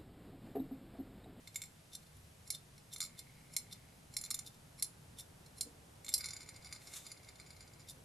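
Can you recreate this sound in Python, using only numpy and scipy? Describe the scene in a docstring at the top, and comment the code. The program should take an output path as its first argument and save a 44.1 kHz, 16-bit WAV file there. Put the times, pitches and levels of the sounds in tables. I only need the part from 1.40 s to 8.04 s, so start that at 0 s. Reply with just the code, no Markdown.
"""Jumping beans twitch on a ceramic dish, close by, over a quiet room's rumble and hiss.
First a small bean flips and wobbles. Then shells scuff, beans jerk, a heavy one tumbles, and the
table gets two soft bumps. Near 4.7 seconds one bean leaps, lands hard and rocks itself to rest,
while a bean briefly slides. Every touch rings the same tones of the dish, in a mix set by the
spot that is touched."""
import sys
import numpy as np
from scipy import signal
from scipy.fft import rfft, irfft
from scipy.io import wavfile

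SR = 44100
rng = np.random.default_rng(int(sys.argv[2]) if len(sys.argv) > 2 else 0)


def materialize(psi):
    """Save the field psi as 16-bit PCM at rate SR to the path in sys.argv[1].

    A 1-D psi becomes a single channel; in a 2-D psi each row is a channel.
    """
    bounded = np.clip(np.atleast_2d(psi).T, -1, 1)
    quanta = np.round(bounded * 32767).astype(np.int16)
    wavfile.write(sys.argv[1], SR, quanta)


N = 292824
TIME = np.arange(N) / SR
RING_TIME = TIME[:SR // 4]

# The room's four noises. Each row: frequency in Hz, strength there in dB.
RUMBLE_COLOUR = [(12, -47), (25, -31), (50, -7), (66, 3), (80, 2.5), (110, 3.5), (150, -33)]
DRONE_COLOUR = [(95, -11), (125, -0.5), (158, 0.5), (195, -8), (260, -11.5), (400, -32.5)]
AIR_COLOUR = [(150, -9), (260, -1), (450, -0.5), (800, -2), (1100, -7), (1600, -10.5), (3000, -35)]
HISS_COLOUR = [(700, -9), (1300, 4.5), (2000, 7), (4000, 3.5), (7000, 1.5), (10000, 2.5), (13000, -4.5)]
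# How three of them swell and sink. Each row: time in seconds, relative level in dB.
RUMBLE_SWELL = [(0.0, -69), (0.53, -74.5), (0.77, -64.5), (1.44, -72.5), (5.25, -65), (5.58, -71.5),
                (5.71, -66.5), (6.55, -65.5)]
DRONE_SWELL = [(0.0, -65.5), (1.09, -68), (1.9, -64), (6.38, -68), (6.55, -64.5)]
AIR_SWELL = [(0.0, -75.5), (1.75, -75.5), (4.89, -72), (6.55, -73.5)]
# How alike the room is on left and right. Each row: frequency in Hz, likeness (1 is the same).
ROOM_LIKENESS = [(60, 0.99), (130, 0.99), (220, 0.89), (350, .25), (700, 0.024), (2000, 0.014),
                 (6000, 0.61), (12000, 0.9)]

# The tones of the dish. Each row: pitch in Hz, ring time in seconds (t60, the time to fade by 60 dB),
# then relative strength in dB at the spots where beans jerk, flip, tumble, leap, rock and scuff.
DISH_TONES = [(1245, 0.03, -36, -29, -19, -36, -19, -35), (1500, 0.02, -34, -27, -22, -34, -18, -32),
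              (2150, 0.04, -20, -14, -19, -37, -11, -28), (2230, 0.04, -18, -14, -18, -38, -11, -26),
              (3025, 0.09, -47, -33, -49, -35, -35, -36), (3600, 0.055, -20, -11, -14, -24, -15, -7),
              (3720, 0.025, -22, -15, -14, -22, -19, -8), (4175, 0.068, -8, -12, -9, -13, -10, -10),
              (4808, 0.08, -13, -20, -15, -10, -6, -12), (5453, 0.072, -9, -22, -14, -14, -14, -11),
              (5570, 0.06, -17, -15, -17, -14, -17, -11), (6092, 0.09, -19, -21, -16, -17, -16, -15),
              (7047, 0.072, -9, -9, -6, -22, -6, -12), (7470, 0.075, -14, -6, -14, -14, -24, -13),
              (7560, 0.085, -14, -9, -21, -10, -24, -16), (8731, 0.085, -14, -24, -11, -15, -15, -19),
              (9082, 0.09, -17, -23, -18, -21, -21, -16), (9561, 0.1, -23, -27, -33, -23, -28, -23),
              (10018, 0.08, -15, -16, -20, -28, -34, -19), (10788, 0.08, -5, -22, -9, -5, -14, -8),
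              (11045, 0.07, -16, -12, -13, -6, -28, -9), (11146, 0.075, -13, -15, -11, -14, -17, -13),
              (11846, 0.08, -20, -23, -24, -15, -33, -18), (11955, 0.08, -31, -14, -18, -22, -33, -17),
              (12380, 0.06, -25, -29, -26, -34, -32, -23)]
JERK_SPOT, FLIP_SPOT, TUMBLE_SPOT, LEAP_SPOT, ROCK_SPOT, SCUFF_SPOT = np.transpose(DISH_TONES)[2:]
# A shell's dry crack, a hard blow's snap and the friction of shell on glaze.
# Each row: frequency in Hz, strength there in dB.
CRACK_COLOUR = [(500, -46), (1300, -24), (2800, -13), (3800, -10), (5500, -1.5), (8000, 0), (10000, -1),
                (12400, -1.5), (13300, -41), (15500, -36)]
SNAP_COLOUR = [(2000, -14), (5000, 11), (13000, 11), (14500, -21), (16000, -31)]
FRICTION_COLOUR = [(500, -26), (1200, 1), (2800, 3.5), (3600, 0), (5000, 4), (7000, 10.5), (11000, 6),
                   (12600, 6), (13400, -25)]

# Beans flip, scuff and tumble.
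# Each row: start in seconds, level in dB, brightness in dB per octave, number of touches.
FLIP_HITS = [(0.0736, -47, -12, 1), (0.1438, -52, -4, 1), (0.1582, -34.5, 2.5, 1), (0.2175, -40, -4, 3),
             (4.6457, -47.5, 1, 1), (4.664, -46.5, -10, 1), (4.6821, -42, -23, 1), (4.6902, -38, 0, 1)]
SCUFF_HITS = [(0.5313, -48.5, -16, 1), (0.55, -40.5, 1.5, 1), (0.629, -63, -6, 1), (0.667, -61, -5, 1),
              (0.767, -61.5, 16, 1), (1.1474, -40, -4.5, 1), (1.5267, -50, -4, 1), (1.5349, -41, 1, 1),
              (1.7899, -42, 4, 1), (2.325, -41.5, -4, 1), (3.0625, -46.5, -3, 2), (3.143, -59.5, -7, 1),
              (3.7858, -45, 2.5, 3), (4.7184, -48, -37, 1), (6.4861, -46, 1, 3)]
TUMBLE_HITS = [(1.5606, -41, -9, 1), (1.5805, -47, 10, 1), (1.6036, -30.5, -3, 6), (2.8116, -39, 7.5, 1),
               (2.8374, -39, -2, 3), (2.904, -31, 2.5, 1), (2.91, -31.5, -3.5, 1), (2.9426, -31, 3.5, 1),
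               (2.989, -35.5, 0.5, 1)]
# A bean wobbles. Each row: start in seconds, length in seconds, starting level in dB.
WOBBLE_SPELLS = [(0.135, 0.12, -68), (1.615, 0.92, -71.5), (2.798, 0.24, -69), (4.655, 0.345, -67.5),
                 (5.003, 1.48, -68.5)]
# The tones a wobble stirs. Each row: pitch in Hz, width in Hz, relative strength in dB.
WOBBLE_TONES = [(2166, 180, -14), (4070, 39, -18.5), (4890, 110, -24)]
# Beans jerk and leap. Each row: start in seconds, level in dB, brightness in dB per octave.
JERK_HITS = [(1.1031, -31.5, 1), (1.379, -58, -9), (2.1646, -28.5, -0.5), (2.7664, -30.5, -2.5),
             (3.4241, -28, -1), (4.0614, -56, -8), (4.209, -30.5, 4)]
LEAP_HITS = [(4.7267, -45, -3), (4.7387, -23.5, -0.5), (4.7607, -40, 1), (4.7776, -35, 1), (4.782, -47, 23)]
# Soft bumps on the table. Each row: start in seconds, level in dB.
TABLE_BUMPS = [(3.05, -61.5), (4.252, -49)]
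# The tones of the table top. Each row: pitch in Hz, ring time in seconds, relative strength in dB.
TABLE_TONES = [(236, 0.083, 6), (291, 0.15, 3), (370, .1, -5), (460, 0.17, 0.5), (506, 0.13, -1)]
# A bean lurches on its uneven back. Each row: start in seconds, level in dB, number of touches.
LURCH_HITS = [(4.8073, -39, 1), (4.8418, -38.5, 1), (4.8576, -36, 1), (4.886, -41, 1), (4.9062, -41.5, 1),
              (4.9335, -42, 1), (4.9651, -43, 1), (5.0055, -48.5, 3), (5.089, -43.5, 1), (5.1612, -49.5, 1),
              (5.246, -49, 3), (5.3254, -39.5, 1), (5.3487, -49.5, 2), (5.472, -48, 1), (5.5363, -44, 1),
              (5.6652, -44, 1), (5.7162, -42.5, 1), (6.4038, -58.5, 2)]
# Harder rocking sounds brighter. Each row: level in dB, brightness in dB per octave.
BRIGHTNESS_BY_LEVEL = [(-55, -2), (-39.5, 4)]


def from_db(db):
    """Turn decibels into a number to multiply a sound by."""
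    return 10 ** (np.asarray(db) / 20)


def rms_one(x):
    """Scale a sound so that its average level (rms) is 1."""
    return x / np.sqrt(np.mean(x ** 2) + 1e-20)


def fade(t, t60):
    """A ring that loses 60 dB in t60 seconds."""
    return np.exp(-np.log(1000) * t / np.maximum(t60, 1e-3))


def held(start_s, length_s, edge_s):
    """A level that rises, holds, and falls once its length is over."""
    return np.clip(np.minimum(TIME - start_s, start_s + length_s + edge_s - TIME) / edge_s, 0, 1)


def at_hz(points, hz):
    """Read a smooth curve through a table's rows at any frequency."""
    known_hz, values = np.transpose(points)
    return np.interp(np.log(hz + 1), np.log(known_hz), values)


def stereo_noise(colour, likeness):
    """Steady noise of a given colour; likeness (a number or table) makes left and right alike."""
    hz = np.arange(N // 2 + 1) * SR / N
    alike = np.clip(at_hz(likeness, hz) if np.ndim(likeness) else likeness, -1, 1)
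    mid, side = rfft(rng.standard_normal((2, N)))
    pair = np.sqrt(1 + alike) * mid + np.sqrt(1 - alike) * side * [[1], [-1]]
    return rms_one(irfft(pair * from_db(at_hz(colour, hz)), N))


def resonate(x, hz, width_hz):
    """Let a sound ring one tone; a narrower tone rings longer."""
    r = np.exp(-np.pi * width_hz / SR)
    feedback = [1, -2 * r * np.cos(2 * np.pi * hz / SR), r * r]
    return signal.lfilter(np.array([1, 0, -1]) * (1 - r * r) / 2, feedback, x + 1e-18)


def low_pass(x, hz):
    """Steeply cut away everything above hz."""
    return signal.sosfilt(signal.ellip(12, .1, 70, hz, fs=SR, output="sos"), x)


def grains(per_s):
    """Tiny touches of random size at random moments."""
    return (rng.random(N) < per_s / SR) * rng.standard_normal(N)


def background():
    """Distant rumble, a low drone and a rush of air swell slowly under a steady hiss."""
    layers = [(RUMBLE_COLOUR, RUMBLE_SWELL, 2.0), (DRONE_COLOUR, DRONE_SWELL, 2.5),
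              (AIR_COLOUR, AIR_SWELL, 7.5)]
    out = np.zeros((2, N))
    for colour, swell, gain_db in layers:
        level_db = np.interp(TIME, *np.transpose(swell)) + gain_db
        out += from_db(level_db) * stereo_noise(colour, ROOM_LIKENESS)
    return out + from_db(-67) * stereo_noise(HISS_COLOUR, ROOM_LIKENESS)


def chatter(hits, gap_s, loss_db):
    """Each landing becomes its number of touches, evenly spaced and weaker every time."""
    return [(s + k * gap_s, level_db - k * loss_db, bright)
            for s, level_db, bright, touches in hits for k in range(int(round(touches)))]


def taps(hits, spot_db, crack_db, crack_t60, ring_scale, pan_db, rise_s):
    """Each touch cracks dryly and rings the dish; a brighter touch favours the high tones."""
    hz, t60 = np.transpose(DISH_TONES)[:2]
    tones = np.exp(2j * np.pi * hz[:, None] * RING_TIME) * fade(RING_TIME, ring_scale * t60[:, None])
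    octaves = np.clip(np.log2(hz / 7000), -.7, .6)
    tilt_db = np.array(hits)[:, 2:] * octaves
    # each tone reaches left and right slightly out of step
    stereo_shift = np.exp(1j * rng.normal(0, 0.05, (2, 1, len(hz))))
    # no two touches land on quite the same point
    scatter_db = 3.0 * rng.standard_normal(tilt_db.shape)
    strength = from_db(spot_db + tilt_db + scatter_db)
    strength /= np.sqrt(np.sum(strength ** 2, axis=1, keepdims=True) / 2)
    phases = np.exp(2j * np.pi * rng.random(strength.shape))
    rings = ((strength * phases * stereo_shift) @ tones).imag
    crack = from_db(crack_db) * stereo_noise(CRACK_COLOUR, likeness=0.76)
    attack = 1 - np.exp(-(RING_TIME / rise_s) ** 2)
    out = np.zeros((2, N))
    for k, (s, level_db, _) in enumerate(hits):
        start = int(s * SR)
        n = min(len(RING_TIME), N - start)
        tap = rings[:, k, :n] + crack[:, start:start + n] * fade(RING_TIME[:n], crack_t60)
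        out[:, start:start + n] += from_db(level_db) * attack[:n] * tap
    return out * from_db([[pan_db / 2], [-pan_db / 2]])


def flips():
    """A small bean flips over and clicks on the dish."""
    return taps(chatter(FLIP_HITS, gap_s=0.019, loss_db=7.5), FLIP_SPOT,
                crack_db=-4.5, crack_t60=0.048, ring_scale=0.84, pan_db=-1.0, rise_s=0.00034)


def room_echo(x, t60, first_echo_s):
    """The room answers with a short wash of echoes, different on left and right."""
    t = TIME[:SR // 2]
    tail = rng.standard_normal((2, len(t))) * fade(t, t60) * (t > first_echo_s)
    tail /= np.sqrt(np.sum(tail ** 2, axis=1, keepdims=True))
    return signal.fftconvolve(x, tail, axes=1)[:, :N]


def wobble(loss_db_per_s):
    """A bean rolls on its round side, ever more weakly; many soft touches keep low tones murmuring."""
    roll = grains(per_s=510)
    level = sum(from_db(db - loss_db_per_s * (TIME - s)) * held(s, length_s, edge_s=0.026)
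                for s, length_s, db in WOBBLE_SPELLS)
    murmur = sum(from_db(db) * resonate(roll, hz, width) for hz, width, db in WOBBLE_TONES)
    return level * rms_one(murmur)


def lighter_touches(hits, delay_s, gain_db, tilt_db):
    """A softer, duller touch beside each hit; tilt is per octave, and a negative delay comes first."""
    return [(s + delay_s, db + gain_db, bright + tilt_db) for s, db, bright, *_ in hits]


def rubbed_dish(spot_db):
    """The fine grains of a rubbing shell keep the dish ringing."""
    rub = grains(per_s=4000)
    return rms_one(sum(from_db(db) * resonate(rub, hz, width_hz=np.log(1000) / (np.pi * t60))
                       for (hz, t60, *_), db in zip(DISH_TONES, spot_db)))


def rubbing(hits, spot_db, rub_db, span_s):
    """A shell drags a little on the glaze just before and after each soft touch."""
    touches = np.zeros(N)
    for s, level_db, _ in hits:
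        touches[int(s * SR)] = from_db(level_db + rub_db)
    swell = np.exp(-((RING_TIME - RING_TIME.mean()) / span_s) ** 2)
    return signal.fftconvolve(touches, swell, "same") * rubbed_dish(spot_db)


def scuffs():
    """A shell catches with a dull tick, then slips, taking a moment to set the dish ringing."""
    catches = lighter_touches(SCUFF_HITS, delay_s=-0.014, gain_db=-16, tilt_db=-3)
    hits = chatter(SCUFF_HITS, gap_s=0.0098, loss_db=1.0) + catches
    ticks = taps(hits, SCUFF_SPOT,
                 crack_db=-4, crack_t60=0.04, ring_scale=0.75, pan_db=-0.5, rise_s=0.0012)
    return ticks + rubbing(hits, SCUFF_SPOT, rub_db=-13.5, span_s=0.0088)


def jerks():
    """A bean stirs, jerks in place against the dish, and settles."""
    stirs = lighter_touches(JERK_HITS, delay_s=-0.028, gain_db=-20.5, tilt_db=-2)
    settles = lighter_touches(JERK_HITS, delay_s=0.02, gain_db=-14.5, tilt_db=-1.8)
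    knocks = taps(JERK_HITS + stirs + settles, JERK_SPOT,
                  crack_db=-5.0, crack_t60=0.038, ring_scale=0.79, pan_db=-2.0, rise_s=0.00063)
    return knocks + rubbing(stirs, JERK_SPOT, rub_db=-11, span_s=0.017)


def snaps(hits, full_db, t60):
    """A blow starts with a very short, bright snap that grows with the square of its force."""
    level = np.zeros(N)
    for s, level_db, _ in hits:
        start = int(s * SR)
        level[start:start + len(RING_TIME)] += from_db(2 * level_db - full_db) * fade(RING_TIME, t60)
    return level * stereo_noise(SNAP_COLOUR, likeness=0.53)


def tumbles():
    """A heavy bean tips onto another face and may chatter there."""
    return taps(chatter(TUMBLE_HITS, gap_s=0.0111, loss_db=3.0), TUMBLE_SPOT,
                crack_db=-7.5, crack_t60=0.031, ring_scale=0.68, pan_db=-1.3, rise_s=0.001)


def bumps(rise_s):
    """Dull knocks swell and die in the table top."""
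    out = np.zeros(N)
    for s, level_db in TABLE_BUMPS:
        t = np.maximum(TIME - s, 0)
        ring = sum(from_db(db) * np.sin(2 * np.pi * hz * t) * fade(t, t60)
                   for hz, t60, db in TABLE_TONES)
        out += from_db(level_db) * (1 - np.exp(-t / rise_s)) * ring
    return out


def leap():
    """A bean leaps and lands hard on the dish."""
    return taps(LEAP_HITS, LEAP_SPOT,
                crack_db=-6, crack_t60=0.038, ring_scale=0.88, pan_db=-1.0, rise_s=0.0009)


def rocking(swing_count, tick_count):
    """A bean lurches, then sways, each swing shorter and softer; light ticks fall in between."""
    def bright(level_db):
        return np.interp(level_db, *np.transpose(BRIGHTNESS_BY_LEVEL))

    landings = [(s, db, bright(db), touches) for s, db, touches in LURCH_HITS]
    lurches = chatter(landings, gap_s=0.012, loss_db=1.3)
    swings = []
    swing_s, gap_s, shrink = 5.8879, 0.1105, 0.96
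    for k in range(swing_count):
        db = -48.5 - 0.4 * k
        swings.append((swing_s, db, bright(db)))
        swing_s += gap_s * shrink ** k
    # a ridge of the shell touches ahead of each swing
    ridges = lighter_touches(swings, delay_s=-0.042, gain_db=-7, tilt_db=-1.8)
    from_s, to_s = 5.02, 6.45
    tick_s = from_s + (to_s - from_s) * (np.arange(tick_count) + rng.random(tick_count)) / tick_count
    tick_db = rng.normal(-57.5, 0.5, tick_count)
    hits = lurches + swings + ridges + list(zip(tick_s, tick_db, bright(tick_db)))
    knocks = taps(hits, ROCK_SPOT,
                  crack_db=-17.0, crack_t60=0.034, ring_scale=0.8, pan_db=-1.5, rise_s=0.00045)
    return knocks + rubbing(hits, ROCK_SPOT, rub_db=-16, span_s=0.015)


def slide(surge_s, ring_db):
    """A bean slides with one brief surge of speed; friction hisses and rings the dish."""
    glide = held(start_s=5.38, length_s=0.31, edge_s=0.05)
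    surge = fade(np.abs(TIME - surge_s), t60=np.where(TIME < surge_s, 0.15, 0.098))
    speed = from_db(-63.5) * glide + from_db(-47.5) * surge
    friction = stereo_noise(FRICTION_COLOUR, likeness=0.75)
    return speed * (friction + from_db(ring_db) * rubbed_dish(SCUFF_SPOT))


def scene():
    """Add up the room, the beans on their dish and the table."""
    top_hz = 13100  # only the snaps of hard blows reach higher
    room = low_pass(background(), top_hz)
    beans = (flips() + wobble(loss_db_per_s=4) + scuffs() + jerks() + tumbles() + leap()
             + rocking(swing_count=4, tick_count=20) + slide(surge_s=5.57, ring_db=-5))
    dish = low_pass(beans, top_hz)
    echo = from_db(-12) * room_echo(dish, t60=0.22, first_echo_s=0.0072)
    snap = snaps(JERK_HITS, full_db=-24.5, t60=0.024) + snaps(LEAP_HITS, full_db=-15.5, t60=0.029)
    return room + dish + echo + snap + bumps(rise_s=0.021)


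def record(dry):
    """The very highest treble is cut steeply."""
    return low_pass(dry, hz=15900)


dry = scene()
out = record(dry)
materialize(out)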